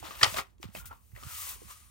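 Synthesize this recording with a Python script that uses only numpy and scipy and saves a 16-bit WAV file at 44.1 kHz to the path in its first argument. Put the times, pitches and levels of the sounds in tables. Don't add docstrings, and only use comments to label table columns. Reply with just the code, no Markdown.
import sys
import numpy as np
from scipy import signal
from scipy.fft import rfft, irfft, next_fast_len
from scipy.io import wavfile

SR = 44100
rng = np.random.default_rng(int(sys.argv[2]) if len(sys.argv) > 2 else 0)


def inscribe(sig):
    pcm = np.round(np.clip(np.atleast_2d(sig).T, -1, 1) * 32767)
    wavfile.write(sys.argv[1], SR, pcm.astype(np.int16))


def level_to_linear(level):
    exponent = np.asarray(level, float) / 20
    return 10 ** exponent


N = 83790


def rms_one(x):
    return x / np.sqrt(np.mean(x ** 2) + 1e-20)


def at_hz(curve, hz):
    curve_hz, values = np.array(curve).T
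    return np.interp(np.log(hz), np.log(curve_hz), values)


def in_time(rows):
    s, *columns = np.transpose(rows)
    return [np.interp(np.arange(N) / SR, s, column) for column in columns]


def drift(rate_hz):
    r = np.exp(-80 * np.pi * rate_hz / SR)
    slow = signal.lfilter([1], [1, -2 * r, r * r], rng.standard_normal(N // 40 + 2002))[2000:]
    return np.interp(np.arange(N) / 40, np.arange(len(slow)), rms_one(slow))


def ring(clicks, hz, t60_s):
    r = level_to_linear(-60 / (t60_s * SR))
    w = 2 * np.pi * hz / SR
    return signal.lfilter([0, np.sin(w)], [1, -2 * r * np.cos(w), r * r], clicks + 1e-18)


def bands(spectrum):
    edges = 22 * 2 ** np.arange(0, 9.7, .4)
    found = []
    for low, high in zip(edges, edges[1:]):
        centre = np.sqrt(low * high)
        if spectrum[0][0] < centre < spectrum[-1][0] * 1.1:
            found.append((signal.butter(2, [low, high], "band", fs=SR, output="sos"), centre))
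    return found


def banded_noise(spectrum, patchy_db, rate_hz):
    # f/Hz, likeness [-1..1]
    likeness = [(60, 0.44), (300, 0.08), (3000, 0.5), (8000, 0.55), (15000, 0.17)]
    out, together = 0, drift(rate_hz)
    white = rng.standard_normal((2, 2, N + 8000))
    for k, (sos, hz) in enumerate(bands(spectrum)):
        mid, side = signal.sosfilt(sos, white[k % 2])[:, 8000:]
        alike = np.clip(at_hz(likeness, hz), -1, 1)
        stereo = np.sqrt(1 + alike) * mid + np.sqrt(1 - alike) * side * [[1], [-1]]
        flicker_db = patchy_db * (0.67 * together + drift(rate_hz))
        out = out + level_to_linear(at_hz(spectrum, hz) + flicker_db) * stereo
    return rms_one(out)


def grip_rumble():
    # f/Hz, level/dB per Hz
    rumble_colour = [(26, -25.5), (45, -4), (65, -3), (108, -13), (145, -25.5), (400, -36.5), (520, -67.5),
                     (880, -120)]
    # t/s, level/dB
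    unrest = [(0, -61), (.13, -55), (.3, -60), (.5, -66.5), (.75, -65), (.86, -56), (.97, -63), (1.12, -68),
              (1.22, -52), (1.33, -59.5), (1.42, -59), (1.55, -60.5), (1.9, -64.5)]
    return level_to_linear(1 + in_time(unrest)[0]) * banded_noise(rumble_colour, patchy_db=2.0, rate_hz=9.1)


def noise_floor():
    # f/Hz, level/dB per Hz
    floor_colour = [(120, -22.5), (190, -2), (320, -12.5), (800, -15.5), (1370, -20.5), (1900, -29.5),
                    (4000, -32.5), (16000, -35)]
    return level_to_linear(-76.5) * banded_noise(floor_colour, patchy_db=-0.87, rate_hz=6.6)


def gestures():
    # t/s, slide level/dB, bend level/dB
    lift = [
        (0, -49.5, -62.5),
        (.02, -61.5, -63),
        (.05, -51.5, -47.5),
        (.15, -56, -52.5),
        (.21, -46.5, -50),
        (.213, -50, -36.5),
        (.229, -50.5, -39.5),
    ]
    # t/s, slide level/dB, bend level/dB
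    fall = [(0.235, -40, -29), (0.25, -38.5, -29), (0.26, -41.5, -36), (0.324, -42, -51),
            (0.362, -43.5, -42), (0.369, -36.5, -36.5), (0.387, -39, -34.5), (0.402, -44, -37),
            (0.449, -69.5, -70.5), (.5, -78.5, -75), (0.559, -88.5, -89.5)]
    # t/s, slide level/dB, bend level/dB
    pats = [
        [(.58, -88.5, -92), (.608, -73, -90), (.626, -61, -71)],
        [(.631, -56.5, -47), (.665, -71.5, -63), (.716, -75.5, -68), (.746, -57.5, -76)],
        [(.753, -52, -53.5), (.8, -53, -53.5), (.835, -70, -62.5), (.853, -74, -57.5)],
    ]
    # t/s, slide level/dB, bend level/dB
    smoothing = [
        [(.857, -49, -59), (.882, -55.5, -64), (.9, -70, -60), (.93, -68.5, -57.5), (.994, -75, -74),
         (1.1, -71.5, -94)],
        [(1.14, -72, -74), (1.165, -62.5, -53.5), (1.22, -55, -60), (1.3, -45, -54), (1.4, -42.5, -55),
         (1.51, -42.5, -50.5), (1.59, -57, -68)],
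        [(1.67, -56.5, -64), (1.712, -46, -52.5), (1.75, -55, -67.5), (1.9, -66, -70)],
    ]
    return in_time(sorted(lift + fall + sum(pats + smoothing, [])))


def slide(speed_db):
    # f/Hz, level/dB per Hz
    hiss_colour = [(880, -38.5), (1500, -13), (2510, -4), (2740, -6.5), (4120, -8), (9370, -2),
                   (10900, -6.5), (15100, -1), (16000, -2)]
    # t/s, share of tips [-1..1]
    tip_share = [(0, 0.565), (.22, 0.185), (.25, 1), (.42, .5), (.6, .3), (.8, -0.456), (1.14, -0.38),
                 (1.24, 1), (1.33, 0.39), (1.52, 0.095), (1.6, 1), (1.9, .9)]
    hiss = banded_noise(hiss_colour, patchy_db=0.88, rate_hz=55)
    dull = signal.sosfilt(signal.butter(1, 10000, fs=SR, output="sos"), hiss)
    tips = np.clip(in_time(tip_share)[0], -1, 1)
    return level_to_linear(speed_db + 2.5) * ((1 - tips) * hiss + tips * dull)


def crackle(spectrum, per_s, cycles):
    spread_db, ear_scatter_db, pitch_count = 1.9136, 5, 22
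    sizes = level_to_linear(spread_db * np.minimum(rng.exponential(1, N), 5)) * rng.choice([-1, 1], N)
    sizes = sizes * level_to_linear(ear_scatter_db * rng.standard_normal(N) * [[1], [-1]])
    born = rng.random(N) < per_s * level_to_linear(3 * drift(40)) / SR
    pitches = np.geomspace(spectrum[1][0], spectrum[-3][0], num=pitch_count)
    dealt = rng.integers(0, pitch_count, size=N)
    rings = 0
    for k, hz in enumerate(pitches):
        grains = sizes * born * (dealt == k)
        rings = rings + level_to_linear(at_hz(spectrum, hz)) * hz * ring(grains, hz, cycles / hz)
    return rms_one(signal.sosfilt(signal.butter(2, 408, "high", fs=SR, output="sos"), rings))


def bending_crackle():
    # f/Hz, level/dB per Hz
    bend_colour = [(180, -46), (300, -11), (647, -7.5), (796, -9.5), (1230, -1), (1460, -9.5), (2230, -6),
                   (2900, -7.5), (8000, -19), (10400, -44), (17600, -120)]
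    return level_to_linear(1) * crackle(bend_colour, per_s=8000, cycles=13)


def room(x):
    t60_s, wall_cut_hz = 0.19, 7100
    size = next_fast_len(N + SR)
    bins = np.arange(size // 2 + 1)
    turn = np.exp(-2j * np.pi * bins / size)
    dull = np.exp(-2 * np.pi * wall_cut_hz / SR)
    wall = (1 - dull) / (1 - dull * turn)
    out = np.zeros((2, len(bins)), complex)
    for k, lag in enumerate((rng.uniform(0.0045, .022, size=16) * SR).astype(int)):
        loop = level_to_linear(-60 * lag / SR / t60_s) * wall * np.exp(-2j * np.pi * lag * bins / size)
        out[k % 2] += loop / (1 - loop) * (-1) ** (k // 2)
    return irfft(out * rfft(x, size), size)[:, :N]


def knocks():
    # t/s, peak level/dB, f/Hz, t60/s
    contacts = [(0.226, -36, 105, 0.119), (0.273, -40, 106, 0.112), (0.0358, -46.5, 320, 0.135),
                (0.688, -44.5, 200.3, 0.0543), (0.641, -35.5, 400, 0.0153), (0.652, -37.5, 190, 0.028),
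                (0.6555, -41.5, 97.6, 0.1155), (0.768, -47.5, 190, 0.0754), (1.134, -45, 112, 0.139),
                (1.266, -38, 118, 0.0588), (1.252, -46.5, 110, 0.069), (0.325, -40.5, 170, 0.0331),
                (.2335, -37, 260, .05), (0.37, -46, 230, .06), (0.00402, -53, 327, 0.061),
                (0.085, -50.5, 200, 0.059), (0.6, -49, 343, 0.054), (.782, -48.5, 150, 0.079),
                (0.352, -46, 95, 0.0973), (1.561, -52, 430, 0.036), (1.618, -42.5, 460, .035),
                (1.628, -52, 330, 0.072), (1.65, -54.5, 200, 0.0935), (1.85, -56.5, 55, 0.277)]
    out = np.zeros(N)
    for s, db, hz, t60_s in contacts:
        push = np.zeros(N)
        push[int(s * SR)] = level_to_linear(db)
        out += ring(push, hz, t60_s)
    return signal.sosfilt(signal.butter(2, 600, fs=SR, output="sos"), out)


def snaps():
    # t/s, peak level/dB, ring f/Hz, length/s, share of broad crack [0..1]
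    buckles = [(0.028, -33.5, 841, 0.007, 0.13), (0.062, -40, 3450, 0.00272, 1),
               (0.109, -32.5, 1181, 0.003, 0.0678), (0.2139, -20, 1828, 0.0041, 0.261),
               (0.22, -26.5, 1787, 0.002685, 0.22), (.385, -22, 2237, 0.0047, 0.167),
               (.582, -58.5, 6943, .002, .5), (0.614, -54, 6000, .006, .3),
               (0.76, -37.5, 2119, .006, 0.115), (0.769, -38.5, 3164, .006, 0.154),
               (1.118, -61, 2053, .008, 0.253), (1.151, -50, 1928, .006, .3),
               (1.176, -44, 600, 0.00078, 0.367), (1.227, -40, 1250, 0.00389, .3),
               (1.271, -48.5, 1376, 0.0033, .1), (0.239, -13, 1900, 0.0039, 0.61),
               (0.2305, -4.5, 3104, 0.003543, 0.497), (0.232, -5.5, 4540, 0.00357, 0.505),
               (0.24, -12.5, 4430, 0.0043, 1), (0.2449, -19, 2840, .006, 0.18),
               (.3425, -25, 643, 0.0028, .7), (0.362, -33.5, 1116, 0.0069, 0.4),
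               (1.179, -50.5, 2190, 0.012, .1), (0.392, -23.5, 1227, .004, 0.12),
               (.629, -30.5, 2470, 0.00071, 0.67), (0.7504, -29.5, 613.8, 0.002553, 0.283),
               (.751, -35, 2590, 0.00309, 0.15), (0.76, -43.5, 845, 0.00584, 0.103),
               (0.91, -40, 893, 0.008, 0.132), (0.914, -39, 1355, 0.01358, .1),
               (0.927, -38.5, 1000, 0.0077, 0.12), (1.162, -42, 1941, 0.003026, 0.295),
               (1.2345, -33, 1197, 0.00207, 0.48), (0.2329, -10, 1862, .0025, 0.102)]
    # f/Hz, level/dB per Hz
    crack_colour = [(120, -62.5), (200, -40.5), (548, -24), (1150, -5), (1590, -13), (1910, -7.5),
                    (3100, -6), (6000, -10), (14300, -35.5), (16000, -76.5)]
    clicks_each, ring_cycles, ear_scatter_db = 20, 21, 6
    clicks = np.full((len(buckles), 2, 2048), 1e-18)
    chance = rng.random((len(buckles), 3, clicks_each))
    for volley, buckle, (when, size, side) in zip(clicks, buckles, chance):
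        late = np.sort(when) - when.min()
        force = np.where(late > 0, 2 * size - 1, .8) * np.exp(-2.1 * late)
        places = (2 * late * buckle[3] * SR).astype(int)
        for ear, sign in enumerate((1, -1)):
            np.add.at(volley[ear], places, force * level_to_linear(sign * ear_scatter_db * (2 * side - 1)))
    cracks = 0
    for k, (sos, centre) in enumerate(bands(crack_colour)):
        cracks = cracks + level_to_linear(at_hz(crack_colour, centre)) * signal.sosfilt(sos, clicks) * (-1) ** k
    out = np.zeros((2, N + SR))
    for (s, db, hz, _, share), volley, crack in zip(buckles, clicks, cracks):
        tone = ring(volley, hz, ring_cycles / hz)
        share = np.clip(share, 0, 1)
        both = share * crack / abs(crack).max() + (1 - share) * tone / abs(tone).max()
        start = int(s * SR)
        out[:, start:start + both.shape[1]] += level_to_linear(db) * both / abs(both).max()
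    return out[:, :N]


def air_pocket():
    # t/s, f/Hz, level/dB re bending effort
    gap = [(.75, 1418, -30.5), (.8, 1419, -5), (.88, 1400, -2), (.93, 1261, -4.5), (1.0, 1101, 0),
           (1.06, 1150, 1), (1.15, 1251, -13), (1.27, 1379, -2), (1.36, 1257, -3), (1.5, 1063, -5),
           (1.6, 1033, -5.5), (1.69, 1200, -3.5), (1.75, 1241, -0.5), (1.9, 1148, -7)]
    width_hz = 132.4
    hz, db = in_time(gap)
    noise = rng.standard_normal((3, 2, N))
    mixed = noise[0] + .6 * noise[1:]
    slow = signal.sosfilt(signal.butter(2, width_hz / 2, fs=SR, output="sos"), mixed)
    turn = 2 * np.pi * np.cumsum(hz) / SR
    return level_to_linear(db) * rms_one(slow[:, 0] * np.cos(turn) + slow[:, 1] * np.sin(turn))


def rubbing():
    # f/Hz, level/dB per Hz
    rub_colour = [(250, -45), (420, -15), (750, -15.5), (1000, -2.5), (1300, -2.5), (1650, -12),
                  (2400, -10), (3600, -14.5), (4680, -40), (7920, -120)]
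    return level_to_linear(-4) * crackle(rub_colour, per_s=6000, cycles=20.1)


def thumb():
    # t/s, level/dB
    creep = [
        (1.42, -97),
        (1.57, -65.5),
        (1.9, -69),
    ]
    hiss = ring(rng.standard_normal((2, N)), hz=9350, t60_s=0.0028)
    return level_to_linear(in_time(creep)[0]) * rms_one(hiss)


def scene():
    turn_ends_s = .79
    slide_db, bend_db = gestures()
    in_the_air = np.arange(N) / SR < turn_ends_s
    grain = np.where(in_the_air, bending_crackle(), rubbing())
    sheet = level_to_linear(bend_db) * (grain + air_pocket()) + snaps()
    echoes = level_to_linear(-19.5) * room(sheet.mean(axis=0))
    return grip_rumble() + noise_floor() + slide(slide_db) + sheet + echoes + knocks() + thumb()


def band_limit(x):
    return signal.sosfilt(signal.butter(12, 16890, fs=SR, output="sos"), x)


def record(dry):
    # f/Hz, left lead/rad
    port_lead = [(40, 1.3), (125, 1.5), (300, 2.2), (600, 2.1), (1200, 1.55), (2500, 1.2), (5000, .8),
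                 (10000, 1.4)]
    # f/Hz, left minus right level/dB
    port_balance = [(70, -9.5), (180, -5.5), (700, 0.68), (1500, 1.82), (5000, 3), (14000, 2.5)]
    # f/Hz, level/dB
    port_colour = [(100, 4.5), (8300, 0.0741), (9400, 3), (10000, 2.5), (10700, -2.5), (12000, 0.75),
                   (15300, 2), (16000, -2)]
    low_cut_hz, top_hz = 55, 16000
    size = next_fast_len(N + SR // 4)
    hz = np.arange(1, size // 2 + 2) * SR / size
    half = level_to_linear(at_hz(port_balance, hz) / 2) * np.exp(.5j * at_hz(port_lead, hz))
    colour = level_to_linear(at_hz(port_colour, hz))
    colour = colour / np.sqrt(1 + (low_cut_hz / hz) ** 8) / np.sqrt(1 + (hz / top_hz) ** 400)
    ports = colour * np.array([half, 1 / half])
    mix = irfft(rfft(dry, size) * ports, size)[:, :N]
    return band_limit(mix)


dry = scene()
out = record(dry)
inscribe(out)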